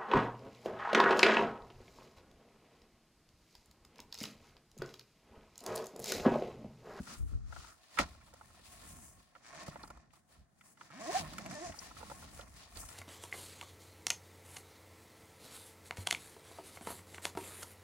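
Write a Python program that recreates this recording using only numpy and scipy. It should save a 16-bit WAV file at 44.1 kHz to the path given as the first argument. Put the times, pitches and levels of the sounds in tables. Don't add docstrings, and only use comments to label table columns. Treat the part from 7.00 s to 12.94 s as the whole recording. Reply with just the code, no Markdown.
import sys
import numpy as np
from scipy import signal
from scipy.fft import rfft, irfft, next_fast_len
from scipy.io import wavfile
from scipy.ndimage import uniform_filter1d

SR = 44100
rng = np.random.default_rng(int(sys.argv[2]) if len(sys.argv) > 2 else 0)


def waveform_to_disk(signal):
    frames = np.transpose(np.atleast_2d(signal))
    scaled = np.clip(frames, -1, 1) * 32767
    samples = np.round(scaled).astype(np.int16)
    wavfile.write(sys.argv[1], SR, samples)


N = 261953

# [f/Hz, level/dB per Hz, relative]
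AIR_SPECTRUM = [(24, -38.5), (40, 0), (151, 1), (439, -17), (712, -3), (886, -13), (1740, -13), (2970, -39),
                (6290, -25), (13000, -37)]
AIR_DB = -76
# [full from t/s, hold/s, rise/s, fall/s, rumble level/dB, thud level/dB]
FLOOR_SHIFTS = [(0.0, 0.003, .01, 0.03, -37.5, -37.5), (.11, 0.029, 0.5, 0.1, -68, -57),
                (.205, 0.024, 0.045, 0.18, -37.5, -57.5), (.33, 0.015, 0.052, 0.18, -35, -55),
                (.47, 0.023, 0.092, 0.084, -46, -90), (.58, 0.01, 0.15, 0.22, -54.5, -63),
                (1.0, 0.017, 0.033, 0.067, -44.5, -44), (1.04, 0.02, 0.08, 0.32, -55.5, -62),
                (1.2, 1, 0.25, 0.24, -67.5, -72), (1.93, .02, 0.62, 0.38, -58, -62.5),
                (2.68, 0.1, 0.48, 0.8, -69, -61), (2.95, 0.024, 0.66, 0.086, -60.5, -75),
                (3.09, 0.0066, .06, 0.071, -71.5, -78.5), (3.41, 0.012, 0.14, 0.054, -59.5, -68.5),
                (4.2, .01, 0.058, 0.51, -54.5, -53), (4.55, 0.015, 1, 0.063, -74, -51),
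                (4.7, 0.0062, 0.13, 0.058, -52, -52), (4.83, 0.31, 0.18, 0.082, -61.5, -69.5),
                (5.21, 0.0093, 0.88, 0.7, -57, -59), (5.34, 0.01, 0.039, 0.55, -54, -67),
                (5.52, 0.0084, 0.25, 0.23, -59, -83), (5.76, 0.018, 0.1, 0.47, -53, -65.5)]
LEAN_S = (0.177, 0.6)
LEAN_TURN, REST_TURN = 2.63, 0.09
# [t/s, peak level/dB, ring f/Hz, 60 dB decay/s]
BEDDING_BLOWS = [(0.995, -28.5, 270, 0.061), (1.033, -41, 70, 0.24), (.999, -27, 570, 0.049),
                 (2.685, -33.5, 162, 0.045)]
# [f/Hz, width/Hz, level/dB]
CABIN_MODES = [(65, 29, 3), (189.4, 42, -4), (315, 42, 3), (635.5, 47, 3.5), (722, 62, 3.5), (1086, 52, 5),
               (1350, 93, -6.5), (1801, 89, 0.5), (2090, 140, -6), (2460, 180, -6.5), (3500, 330, -28.5)]
# [f/Hz, phase/rad]
NEAR_PHASE = [(100, 0.46), (700, 1), (1500, 0.26), (16000, 0.11)]
# [full from t/s, hold/s, rise/s, fall/s, crumple level/dB, swish level/dB, sheen level/dB re swish]
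NYLON_RUBS = [(0.098, 0.051, 0.2, 0.12, -66.5, -51, 9), (0.289, 0.05, 0.17, 0.15, -75, -64.5, 8.5),
              (0.549, 0.15, 0.21, 0.17, -68.5, -56, 6), (0.956, 0.034, 0.29, 0.069, -65, -56, 6.5),
              (0.987, 0.022, 0.0044, 0.057, -39.5, -38.5, 0), (1.045, 0.0076, .05, 0.22, -62, -59, 7),
              (1.168, 0.38, 0.3, 0.35, -70.5, -68.5, -10), (1.87, 0.0057, 1, 0.72, -64, -56, 13.5),
              (2.222, 0.23, 0.16, 0.02, -78, -75.5, -10), (2.557, 0.078, 0.2, 0.081, -57, -70, -17),
              (2.665, 0.021, 0.0087, 0.07, -62, -51.5, 7), (2.717, 0.12, 0.12, 0.11, -60.5, -63.5, 9),
              (2.903, 0.07, 0.089, 0.23, -67, -70, 1.5), (3.14, 0.019, 0.084, 0.12, -74, -67, 7.5),
              (3.312, 0.011, 0.089, 0.32, -74, -67.5, 12), (3.659, 0.014, 0.15, 0.17, -74, -62, 10),
              (3.822, 0.05, 0.13, 0.11, -70, -62, 7), (4.2, 0.019, 0.035, 0.18, -52, -56, 12),
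              (4.378, 0.0096, 0.11, 0.15, -54, -58.5, 13), (4.723, 0.025, 0.049, 0.16, -62.5, -62, -8),
              (4.81, 0.015, 0.13, 0.44, -59.5, -51.5, 10), (4.991, 0.3, 0.085, 0.64, -65, -57.5, 10.5),
              (5.4, 0.014, 0.08, 0.12, -59, -54, 7.5), (5.565, 0.097, 0.083, 0.014, -68, -58, 8),
              (5.757, 0.027, 0.015, 0.073, -61, -53.5, 3), (5.93, .01, 0.79, .1, -60, -54, 12.5)]
# [f/Hz, level/dB per Hz, relative]
SWISH_SPECTRUM = [(1500, -4), (2500, -3.5), (3300, -4), (4600, -0.5), (6700, -2), (9000, -8),
                  (11500, -15.5), (13500, -25), (15800, -7)]
RANGE_DB = 27
CRUMPLE_PAN_DB, SWISH_PAN_DB = -3.5, 2.5
ALOFT_UNTIL_S, ALOFT_HZ, ALOFT_DB = 0.77, (1216, 1426), 11
# [t/s, peak level/dB, centre f/Hz, treble level/dB re peak, left minus right level/dB]
CLOTH_TICKS = [(0.073, -41.5, 1460, -13, 5), (0.525, -40.5, 1230, -26, 8), (0.563, -37.5, 1350, -30, 5),
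               (0.644, -47, 1350, -2, 7), (0.974, -35.5, 1580, -25, -24), (0.98, -27, 1430, -23, -6),
               (0.988, -10.5, 1940, -6.5, 2), (0.992, -17, 2300, -19, -4), (0.997, -27, 1100, -20, -11),
               (1.003, -30, 1230, -23, -5), (1.019, -29, 1020, -26, -2), (1.037, -34.5, 1460, -23, -8),
               (1.077, -58, 1000, -25, -4), (1.148, -55, 950, -25, -2), (1.212, -52, 1650, -25, -5),
               (1.263, -59, 4320, -54, 6), (1.338, -47, 1000, 2.5, -6), (1.411, -43, 1110, -29, -5),
               (2.352, -44, 1370, -40, -4), (2.36, -49, 1100, -61, -9), (2.631, -54, 910, 13, -3),
               (2.666, -43.5, 2200, 3, -2), (2.681, -38, 860, -6, -7.5), (2.731, -46, 1080, -18, -3),
               (2.758, -36, 1070, -28, -6), (2.831, -43.5, 4600, -15, 2), (2.836, -40.5, 885, -22, -4),
               (2.876, -49.5, 940, 5.5, -1), (2.903, -40, 1100, -0.5, -3), (2.952, -59, 1150, -11, -8),
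               (2.972, -49, 1056, -5, -2.5), (3.105, -61.5, 2440, -19, 7.5), (3.134, -56, 1100, 1, -9),
               (3.61, -48.5, 2080, -4, -1), (3.773, -52, 1830, -8, -3), (3.811, -39, 1533, -32, -4.5),
               (3.903, -50.5, 1130, -10, -10), (4.334, -44, 970, 7, -8), (4.383, -28.5, 1950, 2.5, -2),
               (4.461, -34, 2010, 2, -1), (4.511, -39, 1927, 3, -4), (4.54, -54, 1877, 12.5, 12),
               (4.722, -40.5, 2200, -2, 1), (4.741, -47, 1004, -36, -9), (4.779, -51, 747, -30, -8),
               (4.789, -35.5, 5550, -20, 6.5), (4.82, -48, 1994, 2, -2), (4.911, -45, 1090, -19, -6),
               (4.967, -47.5, 1230, -26, -11), (5.005, -46, 970, -19, -11), (5.013, -48, 1020, -14, -14),
               (5.029, -39.5, 850, -17, -6), (5.099, -41.5, 1030, 1.5, -6), (5.115, -37, 880, -16, -1),
               (5.202, -58, 1510, -15, -1), (5.225, -46, 1140, -21, -3), (5.393, -42.5, 900, -9, -8),
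               (5.41, -42, 3500, -13, 2), (5.756, -45.5, 4540, -3, 0), (5.771, -46, 4750, 9.5, -11),
               (5.833, -43.5, 910, -16, -3), (5.888, -44.5, 1750, 9.5, 6)]
TICK_DECAY_S, HARD_EXTRA_S = 0.02, 0.00037
HAND_DAMPING = 2.2
CREASES = 420
CREASE_DB, CREASE_SPREAD_DB = 4.5, 3.5
CREASE_HZ, CREASE_TREBLE_DB = 1100, -12.5
# [t/s, tooth rate f/Hz, hum level/dB, knock level/dB]
ZIP_JERKS = [
    [(2.44, 113.5, -97, -86), (2.5, 122.9, -81, -72), (2.57, 155.2, -56, -74), (2.61, 179.3, -71, -54),
     (2.645, 194, -57, -69)],
    [(3.9, 132, -68, -90), (3.93, 161.5, -59, -61), (3.965, 245.8, -51, -66), (3.998, 296.2, -54.5, -48.5)],
    [(4.0, 198.5, -54, -54), (4.05, 241.2, -54, -49), (4.066, 291.9, -52, -41), (4.09, 344.6, -49.5, -46.5),
     (4.102, 375, -39, -43), (4.118, 458.5, -45, -44), (4.127, 570, -57, -40.5), (4.152, 729, -34.5, -64),
     (4.168, 795.3, -35.5, -40), (4.18, 798.6, -47, -48), (4.197, 713, -49, -65)],
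    [(4.2, 166.3, -47.5, -54), (4.27, 149.4, -50, -62.5), (4.32, 155.4, -71, -65), (4.36, 181.9, -50, -70),
     (4.4, 219.9, -49.5, -84), (4.44, 195, -53, -56)],
    [(4.445, 151.2, -62, -57), (4.482, 184.4, -51, -57), (4.516, 238.7, -47, -58), (4.532, 261, -48, -53),
     (4.55, 303.7, -66, -50), (4.572, 291.3, -72, -49.5), (4.615, 347.8, -51.5, -49),
     (4.638, 359.4, -49, -52), (4.652, 340.3, -69, -47.5), (4.668, 340.7, -67, -46.5),
     (4.685, 342, -68, -63), (4.697, 323, -58, -38), (4.705, 347, -83, -97)],
]
JERK_CLACK_DB = [-61.5, -58.5, -57, -67.5, -62.5]
JERK_SCRAPE_DB = [-48, -55, -48.5, -51.5, -50]
REFERENCE_HZ = 300
CLACK_HZ, CLACK_SCATTER_DB, CLACK_DB_PER_OCTAVE = (1000, 2300), 4.5, 2.2
SCRAPE_DB_PER_OCTAVE, SCRAPE_CRUMPLE_DB = 8, -10
ONSET_S = 0.064
TOP_HZ = 15800
LEFT_LAG = 2


def undb(db):
    return 10 ** (np.asarray(db) / 20)


def unit(x):
    return x / np.sqrt(np.mean(x ** 2))


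def band(x, lo_hz, hi_hz, order=2):
    sos = signal.butter(order, [lo_hz, min(hi_hz, .45 * SR)], "band", fs=SR, output="sos")
    return signal.sosfilt(sos, x)


def columns(table):
    s, *rest = np.transpose(table)
    return [np.interp(np.arange(N) / SR, s, c) for c in rest]


def colour(x, points):
    hz, db = np.transpose(points)
    bins = np.maximum(np.arange(N // 2 + 1) * SR / N, 1)
    gain = undb(np.interp(np.log(bins), np.log(hz), db))
    return unit(irfft(rfft(x) * gain, N))


def walk(rate):
    k = int(SR / rate)
    steps = np.repeat(rng.standard_normal(N // k + 1), k)
    return unit(uniform_filter1d(steps, k)[:N])


def pair(likeness):
    mid, side = rng.standard_normal((2, N))
    c = np.clip(likeness, 0, 1)
    return np.sqrt((1 + c) / 2) * mid + np.sqrt((1 - c) / 2) * side * np.array([[1], [-1]])


def pan(db):
    return undb(np.array([db, -db]) / 2)


def swells(table):
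    t, power = np.arange(N) / SR, 0
    for s, hold_s, rise_s, fall_s, *db in table:
        before = np.maximum((s - t) / max(rise_s, .005), 0)
        after = np.maximum((t - s - hold_s) / max(fall_s, .005), 0)
        fade = undb(-RANGE_DB * np.minimum(before + after, 8))
        power = power + np.outer(undb(db), fade) ** 2
    return np.sqrt(power)


def grains(rate, spread_db, ring_s):
    sizes = undb(spread_db * np.minimum(rng.exponential(size=N), 2))
    hits = (rng.random(N) < rate / SR) * sizes
    return unit(signal.lfilter([1], [1, -np.exp(-1 / (ring_s * SR))], hits) + 2.24)


def air():
    return colour(pair(0.18), AIR_SPECTRUM) * undb(AIR_DB)


def cabin(x, damped=1):
    out = 0
    for k, (hz, width, db) in enumerate(CABIN_MODES):
        mode = signal.lfilter(*signal.iirpeak(hz, hz / width / damped, SR), x)
        out = out + (-1) ** k * undb(db) * mode
    return out


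def walls(x, t60_s, wet_db):
    t = np.arange(int(.15 * SR)) / SR
    tail = rng.standard_normal((2, len(t))) * np.exp(-np.log(1000) * t / t60_s) * (t > .001)
    tail = tail / np.sqrt(np.sum(tail ** 2, axis=1, keepdims=True))
    return x + undb(wet_db) * signal.fftconvolve(x, tail, axes=1)[:, :N]


def floor_rumble():
    rumble, thud = swells(FLOOR_SHIFTS)
    low = unit(band(pair(0.9), 40.6, 89.6)) * rumble * undb(1.0 * walk(34))
    low = low + unit(band(pair(0.77), 116, 255)) * thud * undb(0.6 * walk(40))
    t = np.arange(N) / SR
    reaching = (t > LEAN_S[0]) & (t < LEAN_S[1])
    turn = uniform_filter1d(np.where(reaching, LEAN_TURN, REST_TURN), SR // 40)
    lean = undb(2.0 * turn)
    right = np.real(signal.hilbert(low[1], next_fast_len(N))[:N] * np.exp(-1j * turn))
    return np.array([low[0] * lean, right])


def thumps():
    out, t = np.zeros(N + SR), np.arange(int(.3 * SR)) / SR
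    for s, db, hz, decay_s in BEDDING_BLOWS:
        ring = np.sin(2 * np.pi * hz * t) * np.exp(-np.log(1000) * t / decay_s)
        start = int(s * SR)
        out[start:start + len(t)] += undb(db) * ring
    return out[:N]


def nylon(scrape, drag):
    rows = [(*r[:6], r[5] + r[6]) for r in NYLON_RUBS]
    rubbed = swells(rows)
    coarse, fine, sheen = np.hypot(rubbed, drag * undb([[SCRAPE_CRUMPLE_DB], [0], [1.5]]))
    crumple = band(pair(0.6), 500, 3100, order=1) * grains(rate=160, spread_db=6.5, ring_s=0.0061)
    crumple = unit(crumple) * coarse * undb(5.5)
    swish = colour(pair(0.057), SWISH_SPECTRUM) * grains(rate=510, spread_db=-4.0, ring_s=0.002)
    swish = swish * undb(1.7 * walk(28))
    lower_gain = undb(2.6 * walk(9) - 2.1 * drag / fine)
    swish = swish + (lower_gain - 1) * band(swish, 2100, 5700)
    top_change = sheen * undb(2.8 * walk(13)) - fine
    swish = swish * fine + top_change * band(swish, 9470, 19000)
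    return crumple * pan(CRUMPLE_PAN_DB)[:, None], swish * scrape * pan(SWISH_PAN_DB)[:, None], rubbed[0]


def hollow_pouch(crumple):
    held = np.arange(N) < ALOFT_UNTIL_S * SR
    return band(crumple, *ALOFT_HZ) * uniform_filter1d(held * undb(ALOFT_DB), SR // 15)


def creases(crumple):
    s = rng.random(CREASES) * N / SR
    size, pitch, side = rng.standard_normal((CREASES, 3)).T
    db = 20 * np.log10(crumple[(s * SR).astype(int)] + 1e-9) + CREASE_DB + CREASE_SPREAD_DB * size
    return list(zip(s, db, CREASE_HZ * 2 ** (0.41 * pitch), CREASE_TREBLE_DB + 6 * pitch, -3 + 3 * side))


def ticks(table):
    body, top = np.zeros((2, 2, N + SR))
    t = np.arange(int(.12 * SR)) / SR
    noises = rng.standard_normal((len(table), 2, len(t)))
    for (s, db, hz, treble_db, pan_db), noise in zip(table, noises):
        force = undb(db + 37.0)
        rise = 1 - np.exp(-t * (900 + 4000 * force))
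        fall = rise * np.exp(-np.log(1000) * t / (TICK_DECAY_S + HARD_EXTRA_S * force))
        edge = (t == 0) * min(2.5 + 6 * force, 30)
        wide = min(1, (1500 / hz) ** 0.87)
        crunch = band(edge * wide + noise[0] * fall, hz / 1.734 ** wide, hz * 1.367 ** wide)
        click = band(edge + noise[1] * fall ** 1.1, 3200, 13000)
        at = slice(int(s * SR), int(s * SR) + len(t))
        body[:, at] += np.outer(pan(pan_db) * undb(db + 0.5), crunch / np.abs(crunch).max())
        top[:, at] += np.outer(pan(pan_db) * undb(db + treble_db), click / np.abs(click).max())
    return body[:, :N], top[:, :N]


def zipper(scatter_db, puff):
    hz, (hum, knock, drag, clack) = np.full(N, 100.), np.zeros((4, N))
    for stroke, scrape_db, clack_db in zip(ZIP_JERKS, JERK_SCRAPE_DB, JERK_CLACK_DB):
        on = slice(int(stroke[0][0] * SR), int(stroke[-1][0] * SR))
        rate_hz, hum_db, knock_db = columns(stroke)
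        octaves = np.log2(rate_hz[on] / REFERENCE_HZ)
        hz[on], hum[on], knock[on] = rate_hz[on], undb(hum_db)[on], undb(knock_db)[on]
        clack[on] = undb(clack_db + CLACK_DB_PER_OCTAVE * octaves)
        drag[on] = undb(scrape_db + SCRAPE_DB_PER_OCTAVE * octaves)

    jitter = .05 * np.clip(1.55 - hz / REFERENCE_HZ, .15, 1)
    turns = np.cumsum(hz * (1 + .02 * walk(90) + jitter * walk(300)) / SR)
    tooth = turns.astype(int)
    size = undb(scatter_db * rng.standard_normal(N // 20))[tooth]
    teeth = np.diff(tooth, prepend=0) * size * np.sqrt(SR / hz)

    knocks = unit(band(teeth, 513, 903)) * undb(2.5 * walk(60))
    partials = sum(undb(3.1 * walk(70)) * np.sin(2 * np.pi * k * turns + k * k) / k ** 0.26
                   for k in range(2, 8))
    knocks = knocks + undb(-9.0) * size * np.sqrt(hz / REFERENCE_HZ) * partials

    smooth = int(.004 * SR)
    buzz = np.sqrt(2) * np.sin(2 * np.pi * turns) * uniform_filter1d(hum * size, smooth)
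    buzz = buzz + knocks * uniform_filter1d(knock, smooth)

    scatter = CLACK_SCATTER_DB * np.minimum(REFERENCE_HZ / hz / 2, 1)
    uneven = undb(scatter * np.tanh(rng.standard_normal(N // 20))[tooth])
    clacks = unit(band(teeth * uneven, *CLACK_HZ)) * uniform_filter1d(clack, 8 * smooth)

    pulses = unit(size * np.exp(-(turns % 1) / puff))
    scrape = np.where(hum > 0, pulses, 1)
    return buzz * pan(-2.0)[:, None], clacks, scrape, uniform_filter1d(drag, int(ONSET_S * SR))


def trail_left(near):
    trail = np.interp(np.arange(N // 2 + 1) * SR / N, *np.transpose(NEAR_PHASE))
    return np.array([irfft(rfft(near[0]) * np.exp(-1j * trail), N), near[1]])


def scene():
    buzz, clacks, scrape, drag = zipper(scatter_db=0.5, puff=1.0)
    crumple, swish, rubbed = nylon(scrape, drag)
    taps, clicks = ticks(CLOTH_TICKS + creases(rubbed))
    cloth = cabin(crumple * scrape) * undb(2.5) + hollow_pouch(crumple) + swish
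    tapped = cabin(taps, damped=HAND_DAMPING) * undb(-1.0) + taps * undb(-2.5) + clicks
    near = walls(tapped, t60_s=0.026, wet_db=-0.5)
    near = near + cabin(buzz) * undb(4.0)
    near = near + walls(np.array([clacks, clacks]), t60_s=0.021, wet_db=-2) + thumps()
    return trail_left(near) + cloth + floor_rumble() + air()


def record(dry):
    ports = band(np.array([np.roll(dry[0], LEFT_LAG), dry[1]]), 31, 11000)
    return signal.sosfilt(signal.ellip(8, .2, 70, TOP_HZ, fs=SR, output="sos"), ports)


dry = scene()
out = record(dry)
waveform_to_disk(out)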